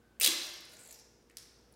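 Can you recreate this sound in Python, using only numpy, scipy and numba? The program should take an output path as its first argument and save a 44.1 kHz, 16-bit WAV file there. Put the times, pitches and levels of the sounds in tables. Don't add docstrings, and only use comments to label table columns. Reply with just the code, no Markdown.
import sys
import numpy as np
from scipy import signal
from scipy.fft import rfft, irfft
from scipy.io import wavfile
from scipy.ndimage import uniform_filter1d
from numba import njit

SR = 44100
rng = np.random.default_rng(int(sys.argv[2]) if len(sys.argv) > 2 else 0)


def unload_wav(signal):
    wavfile.write(
        sys.argv[1],
        SR,
        np.round(np.clip(np.atleast_2d(signal).T, -1, 1) * 32767).astype(np.int16),
    )


def decibels_to_gain(level_db):
    exponent = np.asarray(level_db, float) / 20
    return 10 ** exponent


N = 77175


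def unit(x):
    return x / np.sqrt(np.mean(x ** 2))


def colour(x, points):
    f, p = np.fft.rfftfreq(len(x), 1 / SR), np.array(points)
    gain_db = np.interp(np.log(f + 1), np.log(p[:, 0]), p[:, 1])
    return irfft(rfft(x) * decibels_to_gain(gain_db), len(x))


@njit
def svf(x, hz, width):
    y, b, l = np.empty(len(x)), 0., 0.
    for i in range(len(x)):
        g, k = np.tan(np.pi * hz[i] / SR), width[i] / hz[i]
        v = (b + g * (x[i] - l)) / (1 + g * (g + k))
        b, l, y[i] = 2 * v - b, l + 2 * g * v, k * v
    return y


def band(x, hz, width_hz):
    return svf(x, np.full(len(x), min(hz, .4 * SR)), np.full(len(x), max(width_hz, 10.)))


def steep_band(x, hz, width_hz):
    return band(band(x, hz, width_hz), hz, width_hz)


def walk(rate):
    k = int(SR / rate)
    held = np.repeat(rng.standard_normal(N // k + 1), k)
    return unit(uniform_filter1d(uniform_filter1d(held, k), k)[:N])


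def puff(start, length, rise):
    u = np.maximum(np.arange(N) / SR - start, 0)
    return (1 - np.exp(-u / rise)) * np.exp(-u / max(length, 1e-4))


def room_tone():
    # [f/Hz, density/dB]
    hush = [(25, -34), (42, -7.5), (361, -6.5), (440, -14.5), (474, -7.5), (564, -12.5), (1520, -21),
            (15500, -36)]
    # [f/Hz, level/dB rms]
    hum_lines = [(59.2, -74.5), (118.4, -82), (236.9, -80), (355.3, -80), (414.5, -79.5), (473.7, -76)]
    # [t/s, level/dB]
    swell = [(0.3, -8.5), (1.0, 0.5)]
    t = np.arange(N) / SR
    out = unit(colour(rng.standard_normal(N), hush)) * decibels_to_gain(-67.4 + .8 * walk(5))
    for hz, db in hum_lines:
        level_db = db + 1.4 * walk(6.8)
        if hz == hum_lines[-1][0]:
            level_db = level_db + np.interp(t, *np.array(swell).T)
        out += np.sqrt(2) * decibels_to_gain(level_db) * np.sin(2 * np.pi * (hz * t + rng.random()))
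    return out


def squeaks():
    # [start t/s, end t/s, level/dB, f/Hz]
    folds = [
        (0.01, 0.241, -77, 1527),
        (0.655, 0.86, -69, 1460),
    ]
    t, out = np.arange(N) / SR, np.zeros(N)
    for start, end, db, hz in folds:
        fade = np.clip(np.minimum(t - start, end - t) / 0.011, 0, 1)
        out += decibels_to_gain(db) * fade * unit(steep_band(rng.standard_normal(N), hz, 100))
    return out


def tear():
    # [t/s, peak level/dB, length/s, taut strip f/Hz]
    jerks = [(.1992, -34, .0006, 2600), (.2001, -32, .0008, 2500), (.2048, -32, .001, 2500),
             (.2112, -15.5, .0015, 2550), (.2146, -17, .001, 2550), (.2175, -16.5, .001, 2500),
             (.2202, -23, .0008, 2700), (.2238, -19, .001, 2900), (.2265, -19, .0012, 3500),
             (.2314, -14, .0012, 3800), (.2333, -17, .001, 4000), (.2348, -18, .0012, 3600),
             (.2388, -16, .001, 3600), (.2406, -19, .001, 4000), (.2437, -12, .0012, 3900),
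             (.246, -12, .001, 3900), (.2486, -11, .001, 3800), (.2501, -13, .0012, 4200),
             (.2607, -16, .001, 3000), (.2617, -12, .001, 3200), (.2628, -14, .001, 3800),
             (.2702, -13, .0008, 3900), (.2739, -13, .0012, 3300), (.2756, -15, .001, 3600)]
    # [f/Hz, gain/dB]
    cloth = [(150, -19.5), (500, -4), (900, -12.5), (1500, -6.5), (2200, 0.5), (5500, -0.5), (10000, -1),
             (16800, 0)]
    # [f/Hz, width/Hz, level/dB]
    sheet = [(5800, 8200, 0.5), (8900, 610, 0.5), (11300, 1200, -8.5), (14900, 770, -21)]
    strip_width, strip_db = 0.38, 2.5
    out, u = np.zeros(N), np.arange(600) / SR
    for s, db, length, hz in jerks:
        threads = rng.standard_normal(600) * decibels_to_gain(rng.exponential(size=600))
        spray = threads * (1 - np.exp(-u / 0.00008)) * np.exp(-(u / (2 * length)) ** 2)
        strip = steep_band(spray, hz, hz * strip_width)
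        rung = spray + decibels_to_gain(strip_db) * 2 * strip
        rung = rung + sum(decibels_to_gain(g) * band(spray, f, w) for f, w, g in sheet)
        out[int(s * SR):][:600] += rung * decibels_to_gain(db) / np.sqrt(np.sum(rung ** 2) / (length * SR)) / 2
    return colour(out, cloth) * decibels_to_gain(0.5)


def cracks(rows):
    fray_db, fray_s, air_db, gain_db = -9, .0015, -4.5, 1.5
    out, u = np.zeros(N + 800), np.arange(800) / SR
    for s, db, hz, width_hz in rows:
        fray = rng.standard_normal(800) * np.exp(-u / fray_s) / 2
        crack = (u == 0) + decibels_to_gain(fray_db) * fray
        ring = steep_band(crack, hz, width_hz)
        ring = ring / np.abs(ring).max() + decibels_to_gain(air_db) * band(crack, 5400, 8400)
        out[int(s * SR):][:800] += ring * decibels_to_gain(db + gain_db)
    return out[:N]


def snaps():
    # [t/s, peak level/dB, f/Hz, width/Hz]
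    loose_ends = [(.1995, -23, 13900, 7000), (.2004, -31, 7960, 3960), (.2052, -39, 7970, 5900),
                  (1.226, -63, 6630, 7000), (1.2992, -55.5, 2170, 1310), (1.2984, -54, 7000, 9000),
                  (1.3082, -57, 2400, 1400), (1.3102, -58, 2300, 1400), (1.3125, -61, 8000, 9000),
                  (1.316, -64, 13500, 6000), (1.3672, -61, 9100, 3520), (1.718, -70, 10530, 2004),
                  (1.7252, -53.5, 10260, 3005), (1.7254, -64, 14330, 4100), (1.7385, -63.5, 4640, 1490),
                  (1.739, -62, 7500, 2500)]
    return cracks(loose_ends)


def thuds():
    # [t/s, level/dB, f/Hz, t60/s]
    knocks = [
        (0.214, -43.5, 620, 0.045),
        (0.26, -42, 520, 0.05),
        (0.256, -37, 500, 0.06),
        (0.282, -34, 340, 0.09),
        (0.272, -45, 250, 0.06),
        (0.35, -49, 303, 0.13),
        (0.44, -48.5, 597, 0.076),
        (0.47, -60, 270, 0.06),
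        (0.49, -57.5, 970, 0.046),
    ]
    t, out = np.arange(N) / SR, np.zeros(N)
    for s, db, hz, t60 in knocks:
        hollow = np.sqrt(2) * np.sin(2 * np.pi * hz * (t - s))
        rough = .6 * unit(steep_band(rng.standard_normal(N), hz, hz / 3))
        out += decibels_to_gain(db - 3) * puff(s, t60 / np.log(1000), 0.005) * (hollow + rough)
    return out


def peel():
    # [t/s, level/dB, free flap f/Hz, flap share/dB]
    course = [
        (.42, -55, 8050, -30),
        (.62, -71, 7950, -33),
        (0.755, -62.5, 7300, -9),
        (.805, -59, 8200, -1),
        (.85, -60, 7600, -3),
        (0.9, -59, 7300, -4.5),
        (0.945, -61, 5660, -6),
        (0.998, -68.5, 5550, 2),
        (1.015, -67, 5300, -5.5),
    ]
    # [t/s, strength/dB, length/s]
    rattle_rows = [(.762, -4, .003), (.769, 2, .004), (.788, 0, .002), (.792, 2, .003), (.796, 1, .008),
                   (.81, 1, .008), (.823, -5, .006), (.833, 1, .008), (.847, 1, .007), (.857, 1, .003),
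                   (.861, 0, .003), (.871, 1, .008), (.888, 2, .006), (.895, 1, .003), (.9, -2, .003),
                   (.9085, 4, .005), (.926, 3, .007), (.938, 0, .005), (.943, 2, .006), (.956, -2, .007),
                   (.972, -2, .007), (.987, 5, .006), (.994, 2, .005)]
    clicks_per_s, spread_db, flap_width = 7000, 2.2, .34
    rattle_from_s, lull_db = .755, -11
    air_follows = 0.49
    t, p = np.arange(N) / SR, np.array(course)

    struck = rng.random(N) < clicks_per_s / SR
    strength = decibels_to_gain(spread_db * np.minimum(rng.exponential(size=N), 3))
    clicks = struck * strength * rng.standard_normal(N)
    clicks = signal.lfilter([1], [1, -.5], clicks + 0.23 * rng.standard_normal(N))

    early = decibels_to_gain(4.5 * np.minimum(walk(110), 1.5))
    rattles = decibels_to_gain(lull_db)
    for s, db, length in rattle_rows:
        rattles = rattles + decibels_to_gain(db) * (t > s) * np.exp(-((t - s) / length) ** 4)
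    jerky = clicks * np.where(t < rattle_from_s, early, rattles)
    hiss = clicks * np.where(t < rattle_from_s, early, rattles ** air_follows)

    hz = np.interp(t, p[:, 0], p[:, 2])
    flap = svf(svf(jerky, hz, hz * flap_width), hz, hz * flap_width)
    body = 2.0 * band(hiss, 2450, 1030) + 3.7 * band(hiss, 577, 250) + 3.0 * band(hiss, 4420, 1370)
    air = band(hiss, 11700, 9300) + decibels_to_gain(-1.5) * band(hiss, 9330, 1600) + decibels_to_gain(-9.5) * body
    flap_gain = decibels_to_gain(np.interp(t, p[:, 0], p[:, 3]))
    level = decibels_to_gain(np.interp(t, p[:, 0], p[:, 1], -140, -140))
    return (unit(flap) * flap_gain + decibels_to_gain(-2.5) * unit(air)) * level


def ticks():
    # [t/s, peak level/dB, f/Hz, width/Hz]
    tacky_spots = [(.448, -46, 13500, 6000), (.455, -51, 13000, 6300), (.4687, -44, 14100, 6170),
                   (.492, -47, 11200, 3050), (.5, -49, 12200, 5700), (.5355, -50, 13500, 5030),
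                   (.54, -52, 12000, 6000), (.574, -53, 11330, 6140), (.6064, -46.5, 12400, 7000),
                   (.611, -54, 13000, 6000), (.6523, -45, 8700, 7000), (.6842, -74, 11000, 6100),
                   (.7201, -55, 10100, 7000), (.769, -49, 7150, 2540), (.7925, -52, 8800, 3020),
                   (.7955, -49, 8900, 3000), (.8115, -51, 8900, 2500), (.835, -56, 10700, 2510),
                   (.858, -48, 8900, 4000), (.875, -46, 9900, 5000), (.8625, -48, 7250, 2500),
                   (.9093, -41.5, 7900, 5050), (.9145, -45, 8900, 6000), (.9262, -41.5, 6900, 4000),
                   (.912, -50, 13000, 3500), (.928, -44, 11900, 4000), (.946, -53, 13000, 5000),
                   (.9105, -52, 2400, 1510), (.997, -44, 6200, 6200)]
    return cracks(tacky_spots)


def pop():
    # [f/Hz, gain/dB]
    rings = [(900, -29.5), (1900, -13), (3200, -10.5), (5400, -3), (7000, -9.5), (9200, -5), (12000, -10),
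             (16500, -14)]
    click = 1. * (np.arange(N) == int(1.3703 * SR))
    for lag in (3, 5, 8):
        gap = np.zeros(lag - 1)
        click = signal.lfilter(np.r_[-.5, gap, 1], np.r_[1, gap, -.5], click)
    return decibels_to_gain(-7.5) * colour(click, rings)


def kitchen(x):
    # [f/Hz, t60/s, level/dB]
    room = [(201.6, 1.4, -8.5), (498, 0.67, -6.5), (1200, 1.275, 6), (2300, 0.94, -7), (3800, 0.82, -5.5),
            (5340, 1.05, -2), (7000, 0.56, -6), (13000, .55, -11)]
    # [t/s, level/dB]
    echoes = [(.001, -17), (.0017, -14), (.0023, -17), (.003, -17), (.0039, -16), (.0122, -21),
              (.0136, -15), (.0165, -20), (.031, -23), (.0535, -23), (.0595, -23)]
    build_s, smear_s, echo_hz = 0.0052, .0005, 14000
    u, r = np.arange(N) / SR, np.array(room)
    tail = np.zeros(N)
    for hz in 108 * 2 ** np.arange(0, 7.4, 1 / 3):
        t60 = np.interp(np.log(hz), np.log(r[:, 0]), r[:, 1])
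        db = np.interp(np.log(hz), np.log(r[:, 0]), r[:, 2])
        noise = steep_band(rng.standard_normal(N), hz, hz / 2.5)
        tail += decibels_to_gain(db) * noise * np.exp(-u * np.log(1000) / t60) * np.sqrt(28 / t60 / SR)
    tail *= 1 - np.exp(-(u / build_s) ** 2)
    tail[0] += 1
    for s, db in echoes:
        smear = band(rng.standard_normal(200) * np.exp(-u[:200] / smear_s), echo_hz / 2, echo_hz)
        tail[int(s * SR):][:200] += decibels_to_gain(db) * smear / np.sqrt(np.sum(smear ** 2))
    return signal.fftconvolve(x, tail)[:N]


def scene():
    crack = pop()
    near = tear() + snaps() + thuds() + peel() + ticks() + crack
    flap_ring = colour(crack, [(3600, -40), (4400, 0), (6200, 0), (7200, -40)])
    shaded = 0.33 * (crack - flap_ring)
    return (kitchen(near) - shaded + squeaks() + room_tone())[None]


def low_pass(x, hz):
    return signal.sosfiltfilt(signal.ellip(6, .1, 40, hz, fs=SR, output="sos"), x)


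def top_cut(x):
    return signal.sosfilt(signal.butter(12, 16990, fs=SR, output="sos"), x)


def record(dry):
    steady, wide = low_pass(dry, 15750), low_pass(dry, 16600)
    sudden_db = 12
    fast = uniform_filter1d(np.diff(steady, prepend=0) ** 2, size=128)
    before = np.roll(uniform_filter1d(fast, size=700), 420, axis=1)
    jumps = 1. * (fast > before * decibels_to_gain(2 * sudden_db))
    sudden = np.clip(uniform_filter1d(jumps, size=500) * 40, 0, 1)
    mix = steady + sudden * (wide - steady)
    return top_cut(mix)


dry = scene()
out = record(dry)
unload_wav(out)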